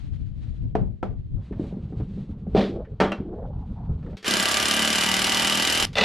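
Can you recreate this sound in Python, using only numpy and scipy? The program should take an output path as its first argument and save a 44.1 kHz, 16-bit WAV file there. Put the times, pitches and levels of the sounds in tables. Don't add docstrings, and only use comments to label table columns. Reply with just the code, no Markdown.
import sys
import numpy as np
from scipy import signal
from scipy.fft import rfft, irfft, next_fast_len
from scipy.io import wavfile
from scipy.ndimage import uniform_filter1d, map_coordinates

SR = 44100
rng = np.random.default_rng(int(sys.argv[2]) if len(sys.argv) > 2 else 0)


def materialize(psi):
    bounded = np.clip(np.atleast_2d(psi).T, -1, 1)
    quanta = np.round(bounded * 32767).astype(np.int16)
    wavfile.write(sys.argv[1], SR, quanta)


N = 266364

# (time [s], left-right level of the wind [dB], unlike share [0-1])
PORTS = [(0, 11, 1), (.7, 7, 1), (1.36, 3, 1), (1.42, 0, 0)]
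RESTART_S = 5.953
REBOUND_S, REBOUND_DB = 0.0025, -5


def amp(db):
    return 10 ** (np.asarray(db) / 20)


def unit(x):
    return x / np.sqrt(np.mean(x ** 2) + 1e-20)


def along(points, hz):
    f, v = np.transpose(points)
    return np.interp(np.log(hz + 1), np.log(f + 1), v)


def curves(rows):
    s, *cols = np.transpose(rows)
    return [np.interp(np.arange(N) / SR, s, c) for c in cols]


def add(track, s, sound):
    room = track[..., max(round(s * SR), 0):][..., :sound.shape[-1]]
    room += sound[..., :room.shape[-1]]


def filtered(x, gain):
    m = next_fast_len(x.shape[-1] + 8192, True)
    spectrum = rfft(x, m) * gain(np.fft.rfftfreq(m, 1 / SR))
    return irfft(spectrum, m)[..., :x.shape[-1]]


def high_pass(x, corner_hz):
    return filtered(x, lambda f: f ** 3 / (f ** 3 + corner_hz ** 3))


def body(x, gain_db, size=16384):
    log_gain = np.maximum(gain_db(np.fft.rfftfreq(size, 1 / SR)), -120) * np.log(10) / 20
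    cepstrum = irfft(log_gain)
    cepstrum[1:size // 2] *= 2
    cepstrum[size // 2 + 1:] = 0
    response = irfft(np.exp(rfft(cepstrum)))
    return signal.fftconvolve(np.atleast_2d(x), response[None], axes=1)[:, :x.shape[-1]]


def noise(spectrum):
    return unit(filtered(rng.standard_normal(N), lambda hz: amp(along(spectrum, hz))))


def flutter(rate):
    knots = rng.standard_normal(int(N * rate / SR) + 4)
    return map_coordinates(knots, [np.arange(N) * rate / SR])


def grit(size):
    return unit(uniform_filter1d(rng.standard_normal(N), size=size))


def swell(s, spread_s):
    return np.exp(-.5 * ((np.arange(N) / SR - s) / spread_s) ** 2)


def wind(buffet_db=2, lumpy_db=2.0):
    # (time [s], rumble level [dB])
    breeze = [(0, -36), (1.0, -33), (2.3, -36), (3.3, -36), (4.15, -30), (5.05, -47), (5.8, -45.5),
              (6.04, -39)]
    # (time [s], spread [s], lift [dB])
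    gusts = [(0.66, 0.03, 7), (0.821, 0.031, 10), (1.369, 0.02, 7), (2.011, 0.023, 11), (2.567, 0.026, 9.5),
             (3.534, 0.038, 4), (3.93, 0.032, 3.5), (5.89, 0.075, 7)]
    # (time [s], change [dB])
    dips = [(0.983, -17), (1.466, -5.5), (2.88, -11.5), (3.15, -26), (4.2, -14)]
    # (frequency [Hz], relative level [dB])
    buffet_colour = [(12, -36.5), (20, -5), (48, -2.5), (108, -1.5), (155, -9.5), (195, -16), (298, -23.5),
                     (334, -31.5), (1000, -56.5), (1300, -105), (2200, -120)]
    # (frequency [Hz], relative level [dB])
    rumble_colour = [(12, -35.5), (20, -3.5), (64, 0.5), (146, -3), (213, -8), (326, -25), (437, -25.5),
                     (670, -36.5), (730, -35), (1200, -41.5), (1560, -48.5), (2640, -120)]
    t = np.arange(N) / SR
    calm = (t > 4.155) & (t < 5.03)
    level = np.where(calm, -51, curves(breeze)[0])
    level = uniform_filter1d(level, size=400)
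    level = level + sum(db * swell(s, spread_s) for s, spread_s, db in gusts)
    level = level + sum(db * swell(s, 0.02) for s, db in dips)
    pan, apart = curves(PORTS)
    buffet = amp(buffet_db) * np.sqrt(apart) * np.array([noise(buffet_colour), noise(buffet_colour)])
    rumble = np.sqrt(1 - apart) * noise(rumble_colour)
    return amp(level + lumpy_db * flutter(30) + np.outer([.5, -.5], pan)) * (buffet + rumble)


def jacket(side=0.61, bright_db=-11, crinkle_db=2.5):
    # (time of fastest motion [s], spread [s], swish level [dB])
    swishes = [(0.01, 0.088, -62), (0.22, 0.078, -67), (0.485, 0.089, -65), (1.2, 0.16, -81),
               (1.467, 0.079, -69), (1.66, 0.043, -60), (1.778, 0.1, -75), (2.098, 0.19, -66),
               (2.635, 0.066, -57), (3.554, 0.072, -78), (3.792, 0.16, -73.5), (4.13, 0.12, -69.5)]
    # (frequency [Hz], relative level [dB])
    cloth_colour = [(410, -39), (700, -7.5), (867, -11), (1530, -10), (3020, -11), (4210, -14.5),
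                    (5160, -23.5), (9350, -33.5), (12000, -54), (15600, -90), (22000, -120)]
    still_db = -78
    motion = sum((amp(db) * swell(s, spread_s)) ** 2 for s, spread_s, db in swishes)
    speed = np.sqrt(amp(still_db) ** 2 + motion)
    cloth = noise(cloth_colour) + side * curves(PORTS)[1] * np.outer([1, -1], noise(cloth_colour))
    bright = unit(high_pass(cloth, 4700))
    cloth = cloth + amp(bright_db) * np.sqrt(speed / speed.max()) * bright
    return amp(crinkle_db * flutter(36.79)) * speed * cloth


def hollow_rush(attack_s=0.034, release_s=0.018, grain_db=3, grains_per_s=85):
    # (start [s], end [s], from [Hz], to [Hz], width [Hz], level [dB])
    rushes = [(0.36, 0.718, 540, 578, 200, -70.5), (1.551, 1.76, 560, 590, 230, -52),
              (2.689, 2.805, 280.6, 449.7, 75, -31), (2.729, 2.843, 500.4, 620, 130, -39),
              (2.867, 2.94, 480, 415, 70, -45), (3.2, 3.35, 321, 381.6, 70.4, -37),
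              (3.349, 3.504, 430, 580, 65.3, -41), (3.261, 3.478, 580, 800, 150, -48),
              (3.501, 3.662, 800, 830, 130, -54.5), (3.75, 3.88, 790, 848, 160, -50),
              (4.042, 4.148, 400, 519, 140, -47)]
    # (distance from its centre [widths], relative level [dB])
    skirt = [(0, -0.5), (0.7, -3), (1.5, -14), (3, -22), (7, -32.5), (20, -84.5)]
    out, t = np.zeros(N), np.arange(SR // 2) / SR
    for start_s, end_s, from_hz, to_hz, width_hz, db in rushes:
        length_s = end_s - start_s
        pair = rng.standard_normal((2, len(t)))
        real, imaginary = filtered(pair, lambda f: amp(np.interp(f / width_hz, *np.transpose(skirt))))
        band = real + 1j * imaginary
        centre_hz = from_hz * (to_hz / from_hz) ** np.minimum(t / length_s, 1)
        carrier = np.exp(2j * np.pi * np.cumsum(centre_hz) / SR)
        rise = np.sqrt(np.clip(t / attack_s, 0, 1))
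        fall = np.clip(.5 + (length_s - t) / release_s, 0, 1)
        add(out, start_s, amp(db) * rise * fall * unit(np.real(band * carrier)))
    return amp(grain_db * flutter(grains_per_s)) * out


def shed_tail():
    # (frequency [Hz], time to fall 60 dB [s])
    decay = [(150, 0.73), (400, 0.34), (1000, 0.27), (3000, 0.29), (10000, 0.19)]
    hz, t, z = signal.stft(rng.standard_normal(SR // 2), SR, nperseg=256)
    fading = z * amp(-60 * t / along(decay, hz)[:, None])
    return signal.istft(fading, SR, nperseg=256)[1][:SR // 2]


def contact(s, colour_db, ring_db, push_db=12, crack_db=-2, crack_t60=0.1, modes_db=-19, tail_db=-7, side_db=-13):
    # (frequency [Hz], level [dB], time to fall 60 dB [s])
    timber = [(193.9, 2, 0.47), (321, -11, 0.2), (369.7, -10, 0.32), (435, -0.5, 0.29), (516, -4.5, 0.17),
              (590, -7.5, 0.17), (652, -7.5, 0.089), (768, -1, 0.033), (774, -15.5, 0.28), (922, -11, 0.25),
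              (985, -11, 0.041), (1182, -8, 0.29), (1335, -2.5, 0.15), (1530, -3, 0.089),
              (1847, -1.5, 0.076), (2200, 3, 0.059), (2440, -6, 0.091), (3170, -8, 0.35), (3280, -5.5, 0.3)]
    t = np.arange(SR // 2) / SR
    hz, mode_db, t60 = np.transpose(timber)[:, :, None]
    scatter_db = rng.normal(0, 1.94, hz.shape)
    modes = np.sum(amp(mode_db + scatter_db - 60 * t / t60) * np.sin(2 * np.pi * hz * t), 0)
    blow = amp(crack_db - 60 * t / crack_t60) * rng.standard_normal(len(t))
    blow[0] += amp(push_db)
    blow += amp(modes_db + ring_db * (1.5 - np.exp(-t / 0.02))) * modes
    blow += amp(tail_db + ring_db) * (1 - np.exp(-t / 0.0063)) * shed_tail()
    port_s, _, apart = np.transpose(PORTS)
    walls = amp(side_db) * np.interp(s, port_s, apart) * np.outer([1, -1], shed_tail())
    return body(blow + walls, colour_db)


def hammer(knock_t60=0.046, knock_attack_s=0.0011):
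    # (time [s], level [dB], hardness [dB], ring-on [dB], shed [dB], knock [Hz], knock level [dB])
    blows = [(0.753, -2, 1, -6, -13, 678, -11.5), (1.029, -7.5, 3.5, -4.5, -11.5, 1337, -23),
             (2.549, 1.5, -9.5, -1.5, -9, 412, -6), (2.562, -1, -5.5, -9.5, -6, 687, -21),
             (2.577, 3, -17.5, -1, -7, 213, -9.5), (3.002, -2, 18, 2, -4, 613, -15),
             (3.014, -2.5, 3.5, 1.5, -3.5, 400, -17), (3.119, -8, 13.5, -7.5, -11.5, 586, -25)]
    # (frequency [Hz], relative level [dB])
    colour = [(50, -21.5), (130, -15.5), (200, 0), (400, 1.5), (780, -2), (1050, -12), (1300, -16),
              (1700, -22), (4500, -38.5), (9000, -56.5), (12500, -63.5), (14000, -75)]
    # (frequency [Hz], share of the hardness [ratio])
    hardening = [(600, 0.018), (1500, 0.9), (8000, 1.08), (13000, 0.8)]
    out, t = np.zeros((2, N)), np.arange(SR // 2) / SR
    for s, db, hard_db, ring_db, shed_db, knock_hz, knock_db in blows:
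        envelope = amp(knock_db - 60 * t / knock_t60) * (1 - np.exp(-t / knock_attack_s))
        knock = envelope * np.sin(2 * np.pi * knock_hz * t)
        colour_db = lambda f: db + along(colour, f) + hard_db * along(hardening, f)
        blow = contact(s, colour_db, ring_db, crack_t60=0.071, tail_db=shed_db - ring_db)
        add(out, s, knock + blow)
    return out


def handling():
    # (time [s], level [dB], hardness [dB])
    bumps = [(0.820, -11, -6), (1.510, -6.5, -20), (1.526, -27, 31), (1.596, -1, -6), (1.639, -11, 0),
             (1.726, -11, -1), (1.769, -11.5, -3), (1.924, -13.5, 3), (2.001, -10, 9), (2.176, -14, -8),
             (2.468, -6, -10), (2.848, -44.5, 48), (3.201, -5, -20), (3.894, -17.5, 5),
             (4.028, -25.5, 23.5), (4.064, -31, 31), (4.097, -37, 27), (4.131, -19, 15.5)]
    # (frequency [Hz], relative level [dB])
    bump_colour = [(50, -27.5), (130, -6), (210, 4.5), (400, -6.5), (760, -19), (1050, -34), (1300, -35),
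                   (1700, -39.5), (4500, -58), (9000, -78), (14000, -93)]
    # (frequency [Hz], share of the hardness [ratio])
    bump_hardening = [(400, 0.061), (760, 0.57), (1700, 1), (4500, 0.84)]
    # (time [s], level [dB])
    clicks = [(4.170, -31.5), (4.228, -30), (4.245, -17.5), (5.867, -34), (5.931, -31)]
    # (frequency [Hz], relative level [dB])
    click_colour = [(50, -52), (200, -10), (400, 0), (760, -11.5), (1700, -3.5), (4500, -5.5), (9000, -23),
                    (14000, -33)]
    out = np.zeros((2, N))
    for s, db, hard_db in bumps:
        colour_db = lambda f: db + along(bump_colour, f) + hard_db * along(bump_hardening, f)
        add(out, s, contact(s, colour_db, ring_db=-7.5))
    for s, db in clicks:
        colour_db = lambda f: db + along(click_colour, f)
        add(out, s, contact(s, colour_db, ring_db=0.5))
    return out


def shuffle(from_s=1.5, to_s=2.5, level_db=-47, scatter_db=3.0, t60=0.12, count=60):
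    # (frequency [Hz], relative level [dB])
    colour = [(60, -3.5), (200, 13.5), (300, -4), (450, -9), (700, -28), (1300, -42.5), (3000, -48.5),
              (8000, -74.5)]
    t, envelope = np.arange(SR // 4) / SR, np.zeros(N)
    for s in np.linspace(from_s, to_s, count, endpoint=False):
        scuff_s = s + rng.uniform(0, (to_s - from_s) / count)
        add(envelope, scuff_s, amp(rng.normal(0, scatter_db) - 60 * t / t60))
    scuffs = body(envelope * rng.standard_normal(N), lambda f: along(colour, f))
    return amp(level_db) * unit(scuffs)


def scrape(grain_db=2, splinter_db=2):
    # (time [s], level [dB])
    skid = [(2.549, -44), (2.567, -34), (2.612, -34), (2.66, -41.5), (2.75, -61.5), (2.85, -80)]
    # (frequency [Hz], relative level [dB])
    colour = [(590, -36.5), (1000, -3.5), (2210, -7.5), (2410, -5), (2800, -8.5), (3330, -5.5), (4490, -12),
              (6760, -29), (12500, -48.5), (14000, -60)]
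    level = amp(curves(skid)[0]) * (np.arange(N) / SR > skid[0][0])
    grains = rng.standard_normal(N) * amp(grain_db * grit(size=90) + splinter_db * grit(size=12))
    return level * unit(filtered(grains, lambda hz: amp(along(colour, hz))))


def clink(level_db=-36):
    # (frequency [Hz], relative level [dB], time to fall 60 dB [s])
    steel = [(1297, -5, 0.2), (1480, 0, 0.15), (1750, -4, 0.092), (2487, -6, 0.11), (2700, 6.5, 0.11),
             (2800, 2, 0.066), (3070, -5, 0.11), (4040, -15, 0.17), (5800, -16, 0.11)]
    out, t = np.zeros(N), np.arange(SR // 3) / SR
    add(out, 3.12, sum(amp(db - 60 * t / t60) * np.sin(2 * np.pi * hz * t) for hz, db, t60 in steel))
    return amp(level_db) * out


def spin_up(start_s, attack_s, rise_db):
    t = np.arange(N) / SR - start_s
    return (t >= 0) * amp(-rise_db * np.clip(1 - t / attack_s, 0, 1))


def impacts(hits, effort, strike_db=11.5, snap_db=3, strike_hz=2900, slip_db=8.02, slip_s=0.007, slip_hz=7000,
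            ping_db=6, ping_hz=8100, ring_db=-7, ring_t60=0.2, scatter_db=-12, whirr_db=-3.5, whirr_hz=800):
    t = np.arange(SR // 8) / SR
    out = np.zeros((2, N))
    fresh = lambda: rng.standard_normal((2, len(t)))
    decay = amp(-60 * t / ring_t60)
    ring = fresh() * decay
    for _ in range(2):
        ring = irfft(np.exp(1j * np.angle(rfft(ring))), len(t)) * decay ** .25
    ring = amp(ring_db) * unit(ring) * np.sqrt(np.mean(decay ** 2))
    for s, db in hits:
        add(out, s, amp(db) * (ring + amp(scatter_db + ring_db) * decay * fresh()[:1]))
        rebound_s = REBOUND_S * rng.uniform(.7, 1.3)
        for delay_s, loss_db in [(0, 0), (rebound_s, REBOUND_DB)]:
            crack = amp(-60 * t / .014) * fresh()
            crack[:, 1] += amp(snap_db + rng.normal(0, 3))
            level = amp(db + strike_db + loss_db + rng.normal(0, 1.0))
            add(out, s + delay_s, level * high_pass(crack, strike_hz * rng.lognormal(0, .12)))
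        this_ping_hz, phase = ping_hz * rng.lognormal(0, .07), rng.uniform(0, 2 * np.pi, (2, 1))
        ping = amp(ping_db - 60 * t / .006) * np.sin(2 * np.pi * this_ping_hz * t + phase)
        slip = ping + amp(slip_db - 60 * t / .018) * high_pass(fresh(), slip_hz)
        add(out, s + slip_s + rng.normal(0, .0005), amp(db + rng.normal(0, 2.5)) * slip)
    rasp = unit(rng.standard_normal((2, N)) * amp(2.4 * grit(size=40)))
    return out + amp(whirr_db) * effort * high_pass(rasp, whirr_hz)


def tool_body(x, colour, peaks):
    def gain_db(f):
        lifts = sum((amp(db) - 1) / (1 + (2 * (f - hz) / width) ** 2) for hz, width, db in peaks)
        return along(colour, f) + 20 * np.log10(1 + lifts)
    return body(x, gain_db)


def screw_ring(hits):
    # (frequency [Hz], level [dB], time to fall 60 dB [s])
    screw_modes = [(2840, -21.5, 0.1), (2858, -20, 0.12), (2906, -20.5, 0.11), (2980, -18.5, 0.1),
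                   (3060, -22, 0.08), (3076, -17.5, 0.15)]
    # (time [s], level [dB])
    singing = [(4.25, -3), (4.42, -6), (4.53, -14), (4.7, -0.5), (5.2, -0.5), (5.85, 2)]
    out, t = np.zeros(N), np.arange(SR // 4) / SR
    hz, mode_db, t60 = np.transpose(screw_modes)[:, :, None]
    modes = amp(mode_db - 60 * t / t60) * np.sin(2 * np.pi * hz * t)
    for s, db in hits:
        balance = amp(db + rng.normal(0, 1.5, len(screw_modes)))
        add(out, s + REBOUND_S / 2, balance @ modes)
    return amp(curves(singing)[0]) * out


def long_run(level_db=-20, jitter_s=.00017, run_db=6.5):
    # (time [s], impacts a second [1/s])
    pace = [(4.2501, 34.06), (4.35, 33.73), (4.6, 35.44), (4.9, 37.08), (5.2, 38.87), (5.5, 39.72),
            (5.86, 39.69)]
    # (frequency [Hz], relative level [dB])
    colour = [(30, -27), (70, -0.5), (118, 3), (155, -6), (193, 5.5), (260, 3), (700, -2), (1050, -4),
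              (1300, -1.5), (2620, -4), (2950, 2.5), (3200, -3), (3600, -4), (6000, -11), (9600, -19.5),
              (11300, -21), (12800, -22), (14200, -28.5)]
    # (frequency [Hz], width [Hz], lift with screw loose [dB], lift with it tight [dB])
    peaks = [(191.7, 11.2, 14, 15), (218, 14, 12.5, 10), (289, 10, 7.5, 12), (375, 36, 4, 4.5),
             (621, 103, 8, 4), (782.7, 13.7, 10, 14), (910, 13, 9.5, 14.5), (978, 16, 6, 8.5),
             (1154, 16, 12, 7.5), (1192, 13.2, 16, 9.5), (1604, 148, 8, 1.5), (1982, 47, 6, 9),
             (2410, 34, 8.5, 7), (4910, 105, 4.5, 5), (5330, 34, 7.5, 7.5), (5740, 55, 4.5, 7.5),
             (7280, 180, 7, 5), (9770, 1040, 8, 6.5)]
    # (time [s], tightness [0-1])
    tightness = [(4.75, 0.12), (5.15, 0.82)]
    # (time [s], level [dB])
    boom_level = [(4.27, 5), (4.41, 3), (4.47, -9.5), (4.57, -6), (4.72, -2.5), (5.1, 0), (5.58, 1),
                  (5.68, -7), (5.85, -5)]
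    # (frequency [Hz], likeness [0-1])
    likeness = [(60, 1), (130, 1), (280, 1), (620, 0.79), (1340, 0.4), (2920, 0.9), (6350, 0.79),
                (13800, 0.092)]
    # (frequency [Hz], left-right level [dB])
    balance = [(200, 2), (370, -0.5), (670, -4.5), (1230, -0.5), (2250, 0.5), (4120, 0), (7550, -3),
               (13800, 0.5)]
    boom_hz, bite_hz, half_width_octaves = 191, 358, 0.31
    stop_s, stop_drop_db, stop_db_per_s = 5.853, 13.5, 435
    coast_db, coast_db_per_s, coast_hz = -34, 109, 4350

    t = np.arange(N) / SR
    running = (t > pace[0][0]) * (t < pace[-1][0])
    turns = np.cumsum(curves(pace)[0] * running) / SR
    times = t[1:][np.diff(np.floor(turns)) > 0]
    hits = [(s + rng.normal(0, jitter_s), run_db) for s in times]
    effort = amp(run_db) * spin_up(pace[0][0], attack_s=0.013, rise_db=21) * (t < RESTART_S)
    drive = impacts(hits, effort) + np.outer([1, 0], screw_ring(hits))
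    loose = tool_body(drive, colour, [(hz, width, db) for hz, width, db, _ in peaks])
    tight = tool_body(drive, colour, [(hz, width, db) for hz, width, _, db in peaks])
    pair = loose + np.clip(curves(tightness)[0], 0, 1) * (tight - loose)

    def band(centre_hz):
        octaves = lambda f: np.log2((f + 1) / centre_hz)
        return filtered(pair, lambda f: np.exp(-.5 * (octaves(f) / half_width_octaves) ** 2))

    boom_change = (amp(curves(boom_level)[0]) - 1) * band(boom_hz)
    bite_change = (amp(6 * swell(4.33, 0.07)) - 1) * band(bite_hz)
    pair = pair + boom_change + bite_change

    stopped_s = np.maximum(t - stop_s, 0)
    choked = amp(-stop_drop_db - stop_db_per_s * stopped_s) * pair
    coast = amp(coast_db - coast_db_per_s * stopped_s) * (pair - high_pass(pair, coast_hz))
    pair = np.where(t < stop_s, pair, choked + coast)

    turn = lambda f: np.arccos(np.clip(along(likeness, f), -1, 1)) / 2
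    mid, side = filtered(pair, lambda f: np.array([np.cos(turn(f)), np.sin(turn(f))]))
    ports = np.array([mid + side, mid - side])
    return amp(level_db) * filtered(ports, lambda f: amp(np.outer([.5, -.5], along(balance, f))))


def second_run(level_db=-10, whirr_effort_db=7):
    # (time [s], relative level [dB])
    hits = [(5.9545, -3.5), (5.9838, 5.5), (6.0112, 4.5), (6.038, 4.5)]
    # (frequency [Hz], relative level [dB])
    colour = [(35, -39), (60, -15), (122, -27), (202, 0.5), (349, -11), (429, 12), (1020, -6.5),
              (1810, -11.5), (2670, -9), (3290, -17), (3520, -8), (12100, -46.5), (14200, -45)]
    # (frequency [Hz], width [Hz], lift [dB])
    peaks = [(198, 66, 15), (766, 55, 5.5), (1990, 67, 10), (2650, 99, 7), (2930, 130, 8.5), (3500, 91, 7)]
    effort = amp(whirr_effort_db) * spin_up(RESTART_S, attack_s=0.015, rise_db=29)
    drive = impacts(hits, effort, snap_db=5, strike_hz=1800, ping_db=5, ring_db=-8.5, whirr_db=-4.5)
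    return amp(level_db) * tool_body(drive[0], colour, peaks)


def scene():
    post = hammer() + handling() + shuffle() + clink() + scrape()
    driver = long_run() + second_run()
    return post + driver + wind() + jacket() + hollow_rush()


def record(dry, ceiling=.58, top_hz=14100):
    rounded = dry / (1 + (np.abs(dry) / ceiling) ** 6) ** (1 / 6)
    return filtered(rounded, lambda hz: 1 / (1 + (hz / top_hz) ** 200))


dry = scene()
out = record(dry)
materialize(out)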